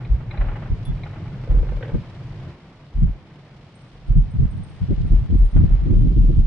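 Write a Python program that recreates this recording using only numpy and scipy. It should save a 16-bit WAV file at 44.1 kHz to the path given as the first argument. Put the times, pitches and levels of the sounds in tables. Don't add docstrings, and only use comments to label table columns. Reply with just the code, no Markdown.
import sys
import numpy as np
from scipy import signal
from scipy.fft import rfft, irfft
from scipy.io import wavfile
from scipy.ndimage import uniform_filter1d

SR = 44100
rng = np.random.default_rng(int(sys.argv[2]) if len(sys.argv) > 2 else 0)


def dump_mix(stems):
    frames = np.atleast_2d(stems).T
    limited = np.clip(frames, -1, 1)
    pcm = np.round(limited * 32767).astype(np.int16)
    wavfile.write(sys.argv[1], SR, pcm)


N = 285194
TIME = np.arange(N) / SR
FREQS = np.maximum(np.arange(N // 2 + 1) * SR / N, 1)


def undb(db):
    return 10 ** (np.asarray(db) / 20)


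def unit(x):
    return x / np.sqrt(np.mean(x ** 2))


def over_hz(points):
    hz, value = np.transpose(points)
    return np.interp(np.log(FREQS), np.log(hz), value)


def colour(points):
    below = np.minimum(FREQS / points[0][0], 1)
    above = np.minimum(points[-1][0] / FREQS, 1)
    return undb(over_hz(points)) * (below * above) ** 4


def resonance(hz, width_hz):
    return 1 / (1 + 1j * (FREQS ** 2 - hz ** 2) / (FREQS * width_hz))


def shape(x, response):
    return irfft(rfft(x) * response, N)


def curve(rows, axis=1):
    rows = np.array(rows)
    return undb(np.interp(TIME, rows[:, 0], rows[:, axis]))


def walk(rate_hz):
    return unit(shape(rng.standard_normal(N), 1 / (1 + (FREQS / rate_hz) ** 4)))


def even(x, seconds):
    size = max(int(seconds * SR), 2)
    power = np.mean(np.atleast_2d(x) ** 2, axis=0)
    smooth_power = uniform_filter1d(uniform_filter1d(power, size), size)
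    return x / np.sqrt(smooth_power + 1e-12)


def swells(rows, attack_s, release_s):
    power = np.zeros(N)
    for start_s, hold_s, level_db in rows:
        early = np.maximum(start_s - TIME, 0)
        late = np.maximum(TIME - start_s - hold_s, 0)
        fall = (early / attack_s) ** 2 + 2 * late / release_s
        power += undb(level_db) ** 2 * np.exp(-np.minimum(fall, 60))
    return np.sqrt(power)


# pitch_hz, correlation (no unit)
PORT_LIKENESS = [(40, 0.96), (150, 1), (500, 0.95), (1000, 0.81), (2000, 0.48), (4000, -0.073),
                 (9000, 0.042)]


def cabin_noise():
    alike = np.clip(over_hz(PORT_LIKENESS), -.99, .99)
    mid, side = rng.standard_normal((2, N))
    difference = shape(side, np.sqrt((1 - alike) / (1 + alike)))
    return mid + difference * np.array([[1], [-1]])


def cabin_band(points):
    x = shape(cabin_noise(), colour(points))
    return x / np.std(x.mean(axis=0))


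def engine(hum_hz=138, hum_db=-53, waver_hz=4, throb_db=6.0):
    phase = 2 * np.pi * np.cumsum(hum_hz + waver_hz * walk(19)) / SR
    return unit(np.sin(phase) * undb(throb_db * walk(18))) * undb(hum_db)


# start_s, hold_s, rumble_db
ROUGH_STRETCHES = [(0.05, 1, -30.5), (1.25, 0.77, -31), (2.27, 0.23, -33.5)]
# (relative, per Hz)
RUMBLE_SPECTRUM = [(30, 1.5), (45, -6), (62, -13.5), (90, 1), (128, 5), (165, -5), (230, -18), (400, -23)]
# (relative, per Hz)
SMOOTH_SPECTRUM = [(30, -1.5), (45, -3), (62, -6.5), (85, 0), (110, 0.5), (140, 3.5), (175, -1), (230, -15),
                   (400, -21)]
# time_s, roar_db, hiss_db (before the trims)
ROAD_LEVELS = [
    [(0.0, -52, -63.5), (0.14, -52.5, -63.5), (0.28, -52.5, -65), (0.45, -46, -64), (0.76, -51.5, -61.5),
     (1.28, -50.5, -61.5), (1.7, -51.5, -60.5), (2.36, -52.5, -60), (2.51, -50.5, -61)],
    [(2.56, -55.5, -63.5), (3.03, -56, -65), (3.9, -56.5, -63.5), (4.39, -56, -64), (5.07, -53.5, -60.5),
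     (5.44, -56, -63), (5.66, -52.5, -61), (5.8, -52, -62), (6.05, -58, -61.5)],
]
# pitch_hz, density_db (relative)
ROAR_SPECTRUM = [(200, 0), (260, -5.5), (330, -4.5), (420, -9), (600, -9), (850, -11.5), (1200, -15),
                 (1600, -18), (2200, -18.5)]
# pitch_hz, density_db (relative)
HISS_SPECTRUM = [(1800, -42), (2300, -1), (3000, 3.5), (4000, -1), (5400, -5.5), (6500, -13), (8000, -18),
                 (10000, -23)]


def tyres(smooth_db=-47.0, roar_db=5.0, hiss_db=-1, grit_db=1.5, bumps_db=0.94):
    road = np.concatenate(ROAD_LEVELS)
    drumming = swells(ROUGH_STRETCHES, attack_s=0.15, release_s=0.029)
    rumble = even(cabin_band(RUMBLE_SPECTRUM), seconds=0.11) * drumming
    rolling = cabin_band(SMOOTH_SPECTRUM) * undb(smooth_db)
    roar = cabin_band(ROAR_SPECTRUM) * curve(road) * undb(roar_db + bumps_db * walk(25))
    hiss = cabin_band(HISS_SPECTRUM) * curve(road, axis=2) * undb(hiss_db + grit_db * walk(110))
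    return rumble + rolling + roar + hiss


def rattle(hits, modes, tap_db, chatter_db, rise_s, chatter_s, tail_s, tail_db):
    taps, chatter = np.zeros(N), np.zeros(N)
    for start_s, level_db in hits:
        taps[int(start_s * SR)] += undb(level_db)
        near = (TIME > start_s) & (TIME < start_s + .3)
        age = TIME[near] - start_s
        contact = np.exp(-(age / chatter_s) ** 2) + undb(tail_db) * np.exp(-age / tail_s)
        chatter[near] += undb(level_db) * (1 - np.exp(-age / rise_s)) * contact
    body = sum((-1) ** k * undb(db) * resonance(hz, width) for k, (hz, width, db) in enumerate(modes))
    body = body * colour([(0.91 * modes[0][0], 0), (modes[-1][0], 0)])
    ring = shape(taps, body) / np.max(abs(irfft(body, N)))
    grain = even(shape(cabin_noise(), body), seconds=0.0021)
    return undb(tap_db) * ring + undb(chatter_db) * chatter * grain


# start_s, level_db (before the tap and chatter trims)
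KNOCK_HITS = [(0.008, -42), (0.203, -40.5), (0.311, -40), (0.339, -34.5), (0.372, -38), (0.409, -28.5),
              (0.441, -36), (0.483, -31.5), (0.513, -38.5), (0.555, -31.5), (0.585, -42), (0.621, -33.5),
              (0.656, -36.5), (0.687, -45), (1.058, -34), (1.098, -44), (1.131, -40), (1.158, -38.5),
              (1.254, -40.5), (1.435, -40), (1.508, -39.5), (1.686, -38), (5.562, -33.5)]
# pitch_hz, width_hz, level_db (relative)
DASHBOARD_MODES = [(610, 150, 11), (837, 30, 16), (1030, 260, 2.5), (1430, 120, 8.5), (1740, 230, 1),
                   (2000, 16, 9), (2200, 290, -10.5), (3050, 230, -16)]


def dashboard_knocks():
    return rattle(KNOCK_HITS, DASHBOARD_MODES, tap_db=-5, chatter_db=-5.0,
                  rise_s=0.002, chatter_s=0.02, tail_s=0.021, tail_db=-23.0)


# start_s, level_db (before the tap and chatter trims)
BEAD_HITS = [(0.048, -50), (0.3095, -42.5), (0.3725, -47.5), (0.974, -59), (1.0345, -45), (1.1004, -61),
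             (1.6841, -57)]
# pitch_hz, width_hz, level_db (relative)
PLASTIC_MODES = [(810, 400, 7), (1930, 68, 5.5), (2140, 54, 14.5), (2420, 68, 13.5), (3450, 220, -10),
                 (3980, 130, 4.5)]


def bead_clicks():
    return rattle(BEAD_HITS, PLASTIC_MODES, tap_db=9.5, chatter_db=7.5,
                  rise_s=0.0027, chatter_s=0.0082, tail_s=0.09, tail_db=-19)


# start_s, level_db (before the trims)
TRIM_SLIPS = [(1.437, -35.5), (1.474, -31.5), (1.508, -32), (1.545, -31), (1.585, -29.5), (1.629, -28.5),
              (1.669, -30), (1.719, -30), (1.768, -31), (1.808, -28.5), (1.83, -30), (1.848, -29.5),
              (1.87, -41), (1.881, -30), (1.892, -31.5), (1.916, -34), (1.944, -31.5), (1.953, -36)]
# pitch_hz, width_hz, level_db (relative)
PANEL_MODES = [(328, 140, -4), (480, 66, 7.5), (574, 91, 1), (900, 320, -13), (1580, 84, -15),
               (1860, 98, -26.5), (2300, 160, -20.5)]


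def trim_creak(rebound_s=0.018, rebound_db=-10):
    rebounds = [(start_s + rebound_s, level_db + rebound_db) for start_s, level_db in TRIM_SLIPS]
    return rattle(list(TRIM_SLIPS) + rebounds, PANEL_MODES, tap_db=-0.5, chatter_db=-13.0,
                  rise_s=0.0022, chatter_s=0.013, tail_s=0.021, tail_db=-5.5)


# start_s, level_db (before the tap and chatter trims)
SNAP_HITS = [(1.8262, -46.5), (1.848, -60), (1.874, -61), (1.889, -61)]
# pitch_hz, width_hz, level_db (relative)
FREED_MODES = [(1540, 57, 8.5), (1910, 92, 5), (2500, 320, -8), (3250, 870, -9.5)]


def trim_snap():
    return rattle(SNAP_HITS, FREED_MODES, tap_db=12, chatter_db=5,
                  rise_s=0.0015, chatter_s=0.0091, tail_s=0.02, tail_db=-1)


# start_s, level_db (before the mode levels and trim)
TINK_HITS = [(0.851, -38.5)]
# pitch_hz, level_db (relative), t60_s (before the ring damps it)
METAL_MODES = [(3440, -3, .55), (9814, -1, .1), (9920, -4, .08)]
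# start_s, level_db (before the trim), pitch_hz, fade_db (per squeak)
TRINKET_SWINGS = [(3.749, -55, 8580, -7), (4.071, -64, 8720, -5), (4.307, -56.5, 8700, -21),
                  (4.505, -54, 8740, -6), (4.631, -50, 8700, -7), (5.07, -61, 8790, -6),
                  (5.19, -64.5, 8800, -4), (5.38, -54, 8730, -7), (5.445, -52, 8770, -7)]


def trinket(tink_db=-6, stop_s=0.067, squeak_db=-5, squeak_s=0.0075, gap_s=0.062, count=4,
            waver_hz=32, echo_db=-10, echo_s=0.15, lower_hz=8470, lower_db=-13):
    ports = np.array([[0], [np.pi / 2]])

    tink = np.zeros((2, N))
    for start_s, level_db in TINK_HITS:
        age = np.maximum(TIME - start_s, 0)
        free = 1 / (1 + (age / stop_s) ** 12)
        onset = 1 - np.exp(-age / 0.0019)
        for hz, mode_db, t60_s in METAL_MODES:
            ring = np.sin(2 * np.pi * hz * age + ports) * np.exp(-np.log(1000) * age / t60_s)
            tink += undb(level_db + mode_db + tink_db) * ring * onset * free

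    rubbing = np.zeros(N)
    for swing_s, level_db, _, fade_db in TRINKET_SWINGS:
        for k in range(count):
            start_s = swing_s + k * gap_s
            near = (TIME > start_s) & (TIME < start_s + .25)
            age = TIME[near] - start_s
            pulse = np.exp(-(age / squeak_s - 1.3) ** 2)
            echo = undb(echo_db) * np.exp(-age / echo_s)
            rub = (pulse + echo) * (1 - np.exp(-age / 0.00087))
            rubbing[near] = np.maximum(rubbing[near], undb(level_db + k * fade_db) * rub)

    def tone(hz):
        return np.sin(2 * np.pi * np.cumsum(hz + waver_hz * walk(130)) / SR + ports)

    times, _, pitches, _ = np.transpose(TRINKET_SWINGS)
    pitch = pitches[np.maximum(np.searchsorted(times, TIME) - 1, 0)]
    squeak = tone(pitch) + undb(lower_db) * tone(lower_hz)
    return tink + undb(squeak_db) * rubbing * squeak


# start_s, hold_s, level_db
BOOM_GUSTS = [(0.118, 0.023, -11.5), (0.396, 0.026, -16), (0.48, 0.016, -18.5), (0.715, 0.016, -19),
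              (0.895, 0.065, -26.5), (1.28, 0.25, -46), (1.51, 0.11, -12), (1.68, 0.093, -22),
              (1.944, 0.0088, -17), (2.965, 0.03, -20), (3.005, 0.086, -16), (3.93, 0.08, -50),
              (4.02, 0.08, -44), (4.11, 0.1, -11), (4.385, 0.1, -21.5), (4.91, 0.15, -23.5),
              (5.12, 0.068, -11.5), (5.35, 0.1, -10), (5.55, 0.049, -12), (5.705, 0.03, -9),
              (5.76, 0.083, -18), (5.94, 0.52, -13)]


def cabin_boom(boom_hz=40.5, width_hz=8.6, thrust_db=-11, surge_db=0.5):
    gain = swells(BOOM_GUSTS, attack_s=0.012, release_s=0.021) * undb(surge_db * walk(11))
    cavity = resonance(boom_hz, width_hz) * resonance(boom_hz, width_hz=24.3)
    boom = even(shape(rng.standard_normal(N), cavity), seconds=0.055)
    push = resonance(boom_hz, width_hz=15.0) ** 2
    thrust = even(shape(rng.standard_normal((2, N)), push), seconds=0.097)
    return gain * (boom + undb(thrust_db) * thrust)


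# start_s, hold_s, level_db, small_eddies_db (before the fierceness)
PORT_BUFFETS = [(0.712, 0.013, -18.5, 7.5), (0.891, 0.013, -20, -28), (1.947, 0.0083, -17.5, 16),
                (2.97, 0.077, -23, -16), (3.028, 0.012, -12, -17), (3.082, 0.012, -25.5, -21),
                (4.098, 0.011, -18.5, -13.5), (4.166, 0.021, -12, -7.5), (4.253, 0.067, -29.5, -11),
                (4.348, 0.016, -21.5, -7), (4.398, 0.049, -14, 4), (4.528, 0.092, -26.5, -12),
                (4.654, 0.14, -39.5, -3), (4.822, 0.019, -17, -18), (4.893, 0.039, -20, 17.5),
                (4.987, 0.034, -19.5, 0.5), (5.035, 0.04, -21, -2), (5.113, 0.027, -16, 10),
                (5.202, 0.054, -24.5, -9), (5.304, 0.038, -16.5, 10.5), (5.345, 0.017, -17.5, 7.5),
                (5.405, 0.021, -21, -20), (5.538, 0.027, -24.5, 11), (5.566, 0.042, -10.5, -3),
                (5.615, 0.039, -12.5, 4), (5.705, 0.051, -22.5, 2), (5.812, 0.026, -25, 7.5),
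                (5.868, 0.025, -18, 9), (5.905, 0.032, -15.5, 14.5), (5.96, 0.027, -18.5, 11),
                (5.991, 0.041, -15.5, 6.5), (6.049, 0.027, -14.5, 11.5), (6.111, 0.03, -24, 17),
                (6.17, 0.023, -19, 16), (6.192, 0.024, -17, -1), (6.241, 0.013, -19, 10),
                (6.289, 0.015, -18, 15.5), (6.326, 0.017, -20.5, 11), (6.376, 0.025, -13, 3)]
# (relative, per Hz)
EDDY_SPECTRUM = [(25, 2.5), (45, -9.5), (80, 4), (130, 2), (170, -2), (205, -8), (250, -13.5), (320, -19),
                 (420, -29), (560, -39.5), (750, -55)]


def port_buffets(wake_db=-13.5, wake_s=0.054, shared=0.37, small_hz=270, fierce_db=-22,
                 flutter_db=1.5, ragged_db=2):
    buffets = np.array(PORT_BUFFETS)
    blows = buffets[:, :3]
    attack_s = 0.0086
    wake = undb(wake_db) * swells(blows, attack_s, wake_s)
    gain = np.hypot(swells(blows, attack_s, release_s=0.013), wake)
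    churn = rng.standard_normal((2, N)) + shared * rng.standard_normal(N)
    eddies = even(shape(churn, colour(EDDY_SPECTRUM)), seconds=0.02) * undb(flutter_db * walk(39))
    large = shape(eddies, 1 / (1 + (FREQS / small_hz) ** 6))
    fierce = gain / (gain + undb(fierce_db))
    middles_s = buffets[:, 0] + buffets[:, 1] / 2
    broken = undb(np.interp(TIME, middles_s, buffets[:, -1]))
    small = (eddies - large) * fierce * broken * undb(ragged_db * walk(42))
    return gain * (large + small)


def scene():
    background = engine() + tyres()
    cabin_parts = dashboard_knocks() + bead_clicks() + trim_creak() + trim_snap() + trinket()
    wind = cabin_boom() + port_buffets()
    return background + cabin_parts + wind


def record(dry, bass_hz=18, top_hz=10700, fade_s=.004):
    dry = signal.sosfilt(signal.butter(2, bass_hz, "high", fs=SR, output="sos"), dry)
    dry = dry / (1 + dry ** 10) ** (1 / 10)
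    dry = dry * np.minimum(np.minimum(TIME, TIME[-1] - TIME) / fade_s, 1)
    return signal.sosfilt(signal.ellip(8, .2, 70, top_hz, fs=SR, output="sos"), dry)


dry = scene()
out = record(dry)
dump_mix(out)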